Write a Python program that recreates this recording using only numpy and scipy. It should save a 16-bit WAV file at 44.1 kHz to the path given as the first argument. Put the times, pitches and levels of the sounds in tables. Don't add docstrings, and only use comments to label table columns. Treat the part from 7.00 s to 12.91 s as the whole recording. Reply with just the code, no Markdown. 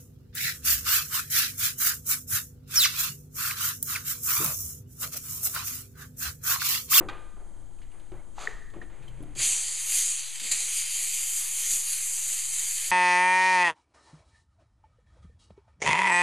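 import sys
import numpy as np
from scipy import signal
from scipy.fft import rfft, irfft
from scipy.io import wavfile
from scipy.ndimage import uniform_filter1d, map_coordinates

SR = 44100
rng = np.random.default_rng(int(sys.argv[2]) if len(sys.argv) > 2 else 0)


def ratio_of_db(decibels):
    return 10 ** (np.asarray(decibels, float) / 20)


def persist_wave(psi):
    counts = np.round(np.clip(psi, -1, 1) * 32767).astype(np.int16)
    wavfile.write(sys.argv[1], SR, np.atleast_2d(counts).T)


N = 260631
TIME = np.arange(N) / SR
HOP = 64


def tone(points, hz):
    point_hz, db = np.transpose(points)
    return np.interp(np.log(hz + 1), np.log(point_hz), db)


def colour(x, points):
    y = irfft(rfft(x) * ratio_of_db(tone(points, np.fft.rfftfreq(len(x), 1 / SR))), len(x))
    return y / np.std(y)


def noise(points):
    return colour(rng.standard_normal(N), points)


def walk(shape, span):
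    field = rng.standard_normal(shape)
    for axis, k in enumerate(span):
        k = max(int(k), 1)
        field = uniform_filter1d(uniform_filter1d(field, k, axis=axis), k, axis=axis)
    return field / np.std(field)


def grains(per_s, scatter_db):
    size_db = np.minimum(scatter_db * rng.exponential(size=N), 9)
    x = (rng.random(N) < per_s / SR) * rng.uniform(-0.88, 1, N) * ratio_of_db(size_db)
    return x / np.std(x)


def add(out, start_s, x):
    i = int(start_s * SR)
    out[i:i + len(x)] += x[:N - i]


def swells(rows, rise, fall):
    t = TIME[::HOP]
    gain = sum(ratio_of_db(db - np.where(t < s, rise, fall) * np.abs(t - s)) for s, db in rows)
    return np.interp(TIME, t, gain)


def ring(hz, db, t60, push_s, rough_db):
    t = np.arange(SR // 2) / SR
    hz, db, t60 = (np.reshape(v, (-1, 1)) for v in (hz, db, t60))
    flutter_db = rough_db * walk((len(hz), len(t)), [1, 250])
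    modes = ratio_of_db(db - 60 * t / t60 + flutter_db) * np.sin(2 * np.pi * (hz * t + rng.random(hz.shape)))
    return modes.sum(axis=0) * (1 - np.exp(-t / push_s))


def crack(hz, db, t60, push_s):
    t = np.arange(SR // 3) / SR
    burst = colour(rng.standard_normal(len(t)), [(hz / 4, -14), (hz, 0), (hz * 3.2, -9), (hz * 8, -40)])
    return burst * ratio_of_db(db - 60 * t / t60) * (1 - np.exp(-t / push_s))


def gain_control(duck_db, start_s=2.4):
    return np.interp(TIME, [start_s, 2.6], [0, duck_db])


# freq_hz, level_db (per Hz)
ROOM_TONE = [(110, -7.5), (180, -3.5), (292, -10), (343, -3), (491, -34), (741, -16.5), (2640, -34),
             (3100, -29), (5500, -28.5), (6580, -20.5), (8930, -24.5), (13000, -44)]


def room_hiss():
    return ratio_of_db(-60.5) * noise(ROOM_TONE + [(15300, -45)])


WHINE_GAPS = [.54, .66, .87, 1.47, 1.57, 1.66, 1.79, 1.922, 2.24]


def camera_whines():
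    whine_hz, whine_db, fade_db_s, gap_s = 9080, -69.5, 1, 0.02
    buzz_hz, buzz_db, frame_hz = 3150, -73.5, 29.97
    gaps_db = sum(-18 * np.exp(-((TIME - s) / gap_s) ** 2) for s in WHINE_GAPS)
    level_db = whine_db - fade_db_s * TIME + gaps_db + 1.5 * walk((N,), [1500])
    whine = ratio_of_db(level_db) * np.sin(2 * np.pi * whine_hz * TIME)
    gate = uniform_filter1d(1. * ((TIME * frame_hz + .1) % 1 < .45), 60)
    return whine + ratio_of_db(buzz_db) * gate * np.sin(2 * np.pi * buzz_hz * TIME)


# freq_hz, level_db (per Hz)
PREAMP_TONE = [(35, -27), (60, 14.5), (129, -12), (648, -19), (938, -16.5), (3580, -26), (4840, -33),
               (7860, -27), (15000, -28)]


def preamp_side():
    return noise(PREAMP_TONE) * ratio_of_db(-66.5 + gain_control(-8))


# peak_s, level_db
STEPS = [(.1, -49), (.41, -47), (.68, -68), (.87, -42), (1.12, -45), (1.28, -57), (1.6, -71), (1.8, -46),
         (2.12, -43), (2.3, -44.5), (2.48, -56)]
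# peak_s, level_db
LEANS = [(.07, -39), (.62, -48), (.84, -51), (1.0, -61.5), (1.15, -45), (1.53, -48), (1.76, -47.5),
         (1.86, -53), (2.05, -53), (2.2, -54), (2.32, -49), (2.47, -51)]
# peak_s, level_db
GUSTS = [(2.67, -69), (2.88, -57), (3.52, -65), (3.8, -61), (4.0, -67), (4.21, -62), (4.4, -65),
         (4.73, -57), (4.95, -68), (5.28, -61), (5.55, -75), (5.7, -71), (5.91, -72)]


def rumble_and_groans():
    rumble = noise([(10, -20), (23, 9.5), (34, 0), (58, -10), (200, -48), (2000, -56), (12000, -75)])
    groan = noise([(50, -20), (95, 24.0), (140, 15.5), (200, -27.0), (350, -36), (8000, -34), (15000, -47)])
    bed = ratio_of_db(-51.5 + gain_control(-16, start_s=2.35) + 2.5 * walk((N,), [3000]))
    steps = swells(STEPS, 74, 110) * ratio_of_db(-4.5)
    leans = swells(LEANS, 160, 98)
    gusts = swells(GUSTS, 160, 230)
    return (bed + steps + gusts) * rumble + (leans + gusts * ratio_of_db(-2)) * ratio_of_db(-8.0) * groan


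# start_s, peak_db, pitch_hz, t60_s, crack_db (relative)
KNOCKS = [
    (0.007, -24, 336, 0.076, -13),
    (0.057, -46, 370, 0.21, -16),
    (1.118, -28.5, 360, 0.055, -9),
    (1.474, -44.5, 429, 0.14, -10),
    (1.737, -43.5, 322, 0.17, 2),
    (1.762, -38, 343, 0.15, -15),
    (2.204, -39, 296.3, 0.2, -3),
    (2.234, -42.5, 328, 0.11, 2),
    (2.357, -37.5, 346, 0.063, 2),
    (2.399, -46, 303, 0.11, 13),
]
# pitch_multiple, level_db
BENCH_MODES = [(0.578, -7), (1.003, 2), (1.7, -11.5), (2.1, -11), (3.5, -15)]


def bench_knocks():
    out = np.zeros(N)
    multiple, share_db = np.transpose(BENCH_MODES)
    for s, db, hz, t60, crack_db in KNOCKS:
        add(out, s, ring(hz * multiple, db - 5.5 + share_db, t60 / np.sqrt(multiple), 0.0025, 6.3))
        add(out, s, crack(1700, db + crack_db - 9.5, 0.022, 0.0012))
        add(out, s, crack(460, db - 23.0, 0.68, 0.013))
    return out


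# peak_s, peak_db, fall_db_per_s, swish_db (relative)
RUSTLES = [(0.013, -38, 350, -17), (.11, -48, 200, -8), (.37, -59.5, 20.5, -26), (.82, -80, 150, 25),
           (.93, -64, 64, 4), (1.0, -77, 152, 14), (1.125, -64, 96, 7), (1.43, -68, 91, 20),
           (1.739, -52, 188, 0), (1.821, -49.5, 450, 3.5), (1.901, -59.5, 9, 6), (2.4, -55.5, 300, 24.5)]


def cloth_rustle():
    cloth = noise([(150, -29), (300, 10.0), (900, 4.5), (2000, -4.5), (6000, -41), (12000, -60)])
    swish = noise([(1200, 4.5), (2200, 14), (4500, -2), (9000, -27), (14000, -60)])
    cloth_gain = sum(swells([(s, db)], 2200, fall) for s, db, fall, swish_db in RUSTLES)
    swish_gain = sum(swells([(s, db + swish_db - 10.0)], 2200, fall) for s, db, fall, swish_db in RUSTLES)
    return ratio_of_db(1.1 * walk((N,), [300])) * (cloth_gain * cloth + swish_gain * swish)


# start_s, peak_db
CLANKS = [
    (0.0862, -27),
    (.095, -30),
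]
# freq_hz, level_db, t60_s
STEEL_MODES = [(818, -4, .25), (947, -12, 0.25), (1212, 3, 0.57), (1400, -12, 0.32), (1545, -3, 0.45),
               (1710, -11, 0.36), (1950, -9, 0.39), (2450, -6, 0.45), (2765, -19, 0.23), (3257, -15, 0.17),
               (3750, -7, 0.12), (6654, -22, .06)]


def tray_clank():
    out = np.zeros(N)
    hz, mode_db, t60 = np.transpose(STEEL_MODES)
    s, db = CLANKS[-1]
    add(out, s, ring(hz, db + mode_db - 18.5, 1.15 * t60, .001, 2.5))
    for s, db in CLANKS:
        add(out, s, ring(hz, db + 0.9 * mode_db - 7.0, 0.053, 0.0012, 2.6))
        add(out, s, crack(1900, db - 6.0, 0.031, 0.00065))
        add(out, s, crack(1060, db - 20, 0.51, 0.0037))
    return out


# start_s, end_s, pitch_hz, level_db
HUMS = [
    (0.51, 0.755, 97, -60),
    (1.968, 2.323, 126.7, -50.5),
    (1.985, 2.26, 156.2, -59),
    (2.352, 2.431, 126, -48),
]


def frame_hum():
    out = np.zeros(N)
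    for start, end, hz, db in HUMS:
        swell = np.interp(TIME, [start, start + 0.035, end - .04, end], [0, 1, 1, 0])
        phase = 2 * np.pi * np.cumsum(hz * (1 + 0.013 * walk((N,), [900]))) / SR
        out += swell * ratio_of_db(db + 1.5 + 2.4 * walk((N,), [900])) * np.sin(phase)
    return out


# start_s, peak_db, pitch_hz, t60_s, crack_db (relative)
TICKS = [(.785, -60, 2500, .04, 6), (0.816, -51.5, 1770, 0.047, 7.5), (0.829, -60, 3020, .05, 8),
         (.915, -57, 2800, .05, 5), (0.997, -57, 3020, 0.054, 7), (1.05, -64, 3600, .05, -6),
         (1.165, -52, 1990, .12, -15), (1.19, -55, 2180, 0.1, -13), (1.381, -37.5, 820, 0.056, 4.5),
         (1.473, -28, 1800, 0.033, -8), (1.7, -56, 3460, .05, 4), (1.815, -43.5, 1820, 0.062, -4),
         (2.021, -61, 2540, 0.16, 11), (2.079, -49.5, 3070, 0.071, 3), (2.225, -51, 9900, 0.054, -2)]


def fitting_ticks():
    out = np.zeros(N)
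    for s, db, hz, t60, crack_db in TICKS:
        rise_s = 0.03 * t60
        add(out, s, ring([hz, hz + 70], [db - 7.5, db - 11], [t60, t60 * 0.88], rise_s, 6.9))
        add(out, s, crack(hz, db + crack_db - 7.0, t60 * 1.1, rise_s))
    return out


# freq_hz, level_db (per Hz)
SCRAPE_TONE = [(150, -47), (250, -10.5), (710, -1), (995, -3.5), (1260, 4), (1680, -10), (1820, -6.5),
               (4610, -8.5), (5540, -9), (7020, -14.5), (14000, -46)]


def hose_scrape():
    bite_s, full_s, catch_s = 1.385, 1.42, 1.468
    end_s = catch_s + .02
    drag_db = -45 + np.interp(TIME, [bite_s, full_s, catch_s, end_s], [-5, 2.5, -2.0, -5.5])
    drag_db = drag_db - 640 * np.maximum(bite_s - TIME, 0)
    drag_db = drag_db - 124 * np.maximum(TIME - end_s, 0)
    rub = rng.standard_normal(N) + 0.55 * grains(1500, 7.7)
    body = ratio_of_db(drag_db + 2.0) * colour(rub, SCRAPE_TONE)
    treble = colour(rub, [(5000, -23), (6500, -0.5), (9000, -10), (14000, -32)])
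    return body + swells([(full_s, -51)], 260, 110) * treble


# time_s, jet_db, grit_richness_db, tray_spray_db
FLOW = [(2.33, -69.5, -8, -3), (2.39, -31, -8, 3.5), (2.43, -22, -7, 5), (2.49, -21.5, -7.5, 1),
        (2.58, -28, -9, -0.5), (2.76, -31.5, -7, 0.5), (2.86, -31, 1, -0.5), (2.96, -22, 1, 2),
        (3.15, -29.5, -8, -0.5), (3.25, -37.5, -3, 1.5), (3.4, -40.5, -2, 2), (3.51, -32, -5, 2),
        (3.63, -30, -3, 1), (3.95, -29.5, 0.5, 1.5), (4.3, -29, 3, -1.5), (4.7, -29, 2.5, 0),
        (5.2, -29, 0, -2), (5.91, -29.5, 0.5, 1.5)]
# peak_s, extra_db, half_width_s
SURGES = [
    (3.78, 4, 0.044),
    (3.86, -2.5, 0.058),
    (4.04, 1.8, 0.017),
    (4.39, 1.8, 0.031),
    (4.5, -2, 0.078),
    (4.739, 5, 0.062),
    (4.81, -3, 0.071),
    (4.93, 1.5, 0.04),
    (5.47, -2, 0.066),
    (5.84, 0, 0.027),
]


def hose_flow(at_s):
    s, jet_db, grit_db, spray_db = np.transpose(FLOW)
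    jet_db = np.interp(at_s, s, jet_db, -120, -120)
    jet_db = jet_db + sum(db * np.exp(-((at_s - peak) / half) ** 2) for peak, db, half in SURGES)
    return jet_db, np.interp(at_s, s, grit_db), np.interp(at_s, s, spray_db)


# start_s, extra_db, decay_s
SLUGS = [
    (2.35, 6, 0.015),
    (3.353, 5.5, 0.014),
    (3.397, 8.5, 0.016),
    (3.433, 4.5, 0.069),
    (3.513, 11, 0.01),
    (3.5165, 5, 0.062),
]


def grit_slugs():
    rise_s = 0.0016
    extra_db = np.zeros(N)
    for s, db, decay_s in SLUGS:
        extra_db += db * np.clip((TIME - s) / rise_s, 0, 1) * np.exp(-np.abs(TIME - s) / decay_s)
    return extra_db


# freq_hz, level_db (per Hz)
JET_TONE = [(120, -91), (200, -31.5), (593, -29), (723, -29), (836, -27.5), (1580, -22.5), (2140, -12),
            (3080, -13), (3500, -14.5), (4590, -9.5), (5400, -10), (5910, -7.5), (7090, -4.5), (10200, -7),
            (15200, -29)]
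# freq_hz, width_hz, level_db
TRAY_MODES = [(2530, 220, -48), (3123, 90, 20), (4650, 290, -21), (6860, 1500, -17)]


def grit_jet():
    steady_db, tray_lag, wash_lag, valve_s = -33.5, 0.31, 0.58, 2.35
    source = rng.standard_normal(N) + 0.31 * grains(4000, 4.2)
    source = source * ratio_of_db(0.5 * walk((N,), [60]) + 0.49 * walk((N,), [500]))
    hz, s, z = signal.stft(source, SR, nperseg=8 * HOP, noverlap=7 * HOP)
    jet_db, grit_db, spray_db = hose_flow(s)

    behind_db = steady_db - jet_db
    tray_db = np.clip(behind_db, -12, 35) * tray_lag + spray_db
    wash_db = np.clip(behind_db, -12, 35) * wash_lag
    shift_db = np.array([wash_db, wash_db, tray_db, tray_db, 0 * s, 0 * s, grit_db, grit_db])
    edges_hz = [200, 1300, 1900, 5000, 6000, 9300, 11500, 16000]
    place = np.interp(np.log(hz + 1), np.log(edges_hz), np.arange(8))
    db = map_coordinates(shift_db, np.meshgrid(place, np.arange(len(s)), indexing="ij"), order=1)

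    peaks_db = sum(np.clip(5.6 + 0.077 * d, 0, 9) / (1 + (2 * (hz - f) / w) ** 2) for f, w, d in TRAY_MODES)
    db = db + (tone(JET_TONE, hz) + peaks_db)[:, None]
    db = db + 1.23 * walk(z.shape, [6, 60]) + 0.72 * walk(z.shape, [2.5, 25])
    jet = signal.istft(z * ratio_of_db(db), SR, nperseg=8 * HOP, noverlap=7 * HOP)[1][:N]

    level_db = np.interp(TIME, s, jet_db) + grit_slugs() + 2.0
    valve = np.clip((TIME - valve_s) / 0.0018, 0, 1)
    return jet / np.std(jet) * ratio_of_db(level_db) * valve


# start_s, level_db, centre_hz, t60_s
PUFFS = [
    (2.9, -73, 150, 0.28),
    (3.4, -52.5, 222, 0.63),
    (3.506, -65, 120, 0.19),
    (3.759, -59, 140, 0.22),
    (4.691, -66, 60, 0.35),
    (4.715, -49, 130, 0.16),
    (5.882, -67, 100, 0.26),
]


def air_puffs():
    out = np.zeros(N)
    for s, db, hz, t60 in PUFFS:
        add(out, s, crack(hz, db, t60, 0.026))
    return out


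def tail(t60, db):
    t = np.arange(SR // 2) / SR
    echo = colour(rng.standard_normal(len(t)), [(100, 4.0), (2000, -3.5), (12000, -8.5)])
    echo = echo * ratio_of_db(-60 * t / t60)
    return echo * (t > .004) * ratio_of_db(db) / np.sqrt(np.sum(echo ** 2))


def scene():
    hits = bench_knocks() + cloth_rustle() + tray_clank() + fitting_ticks() + hose_scrape()
    jet = grit_jet()
    wet = signal.fftconvolve(hits, tail(0.84, -13.0))[:N]
    wet = wet + signal.fftconvolve(jet, tail(.35, -13))[:N]
    low_end = rumble_and_groans() + frame_hum() + air_puffs()
    background = (room_hiss() + camera_whines()) * ratio_of_db(gain_control(-12))
    mid = hits + jet + wet + low_end + background
    side = preamp_side()
    return np.array([mid + side, mid - side])


def lopsided_capsule(x):
    skew, drift = 0.26, 0.63
    square = x ** 2
    slow = uniform_filter1d(square, 900, axis=1) - uniform_filter1d(square, 30000, axis=1)
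    return x + skew * (square - uniform_filter1d(square, 6000, axis=1)) + drift * slow


# freq_hz, width_hz, depth_db
PORT_NOTCH = [
    (5400, 1000, -8),
    (5450, 220, -16),
]
# freq_hz, level_db
TOP_END = [(100, 0), (12500, 0), (15290, -3), (15450, -60)]
OFFSET = [.0152, .0008]


def port_and_converter(x):
    hz = np.fft.rfftfreq(N, 1 / SR)
    notch_db = sum(db / (1 + (2 * (hz - f) / w) ** 2) for f, w, db in PORT_NOTCH)
    x = irfft(rfft(x) * ratio_of_db(notch_db + tone(TOP_END, hz)), N) + np.array(OFFSET)[:, None]
    return x + ratio_of_db(-85) * noise([(3000, -7), (5400, -8), (8000, -12)])


def low_pass(x):
    return signal.sosfilt(signal.butter(12, 15310, fs=SR, output="sos"), x)


def record(dry):
    mix = port_and_converter(lopsided_capsule(dry))
    return low_pass(mix)


dry = scene()
out = record(dry)
persist_wave(out)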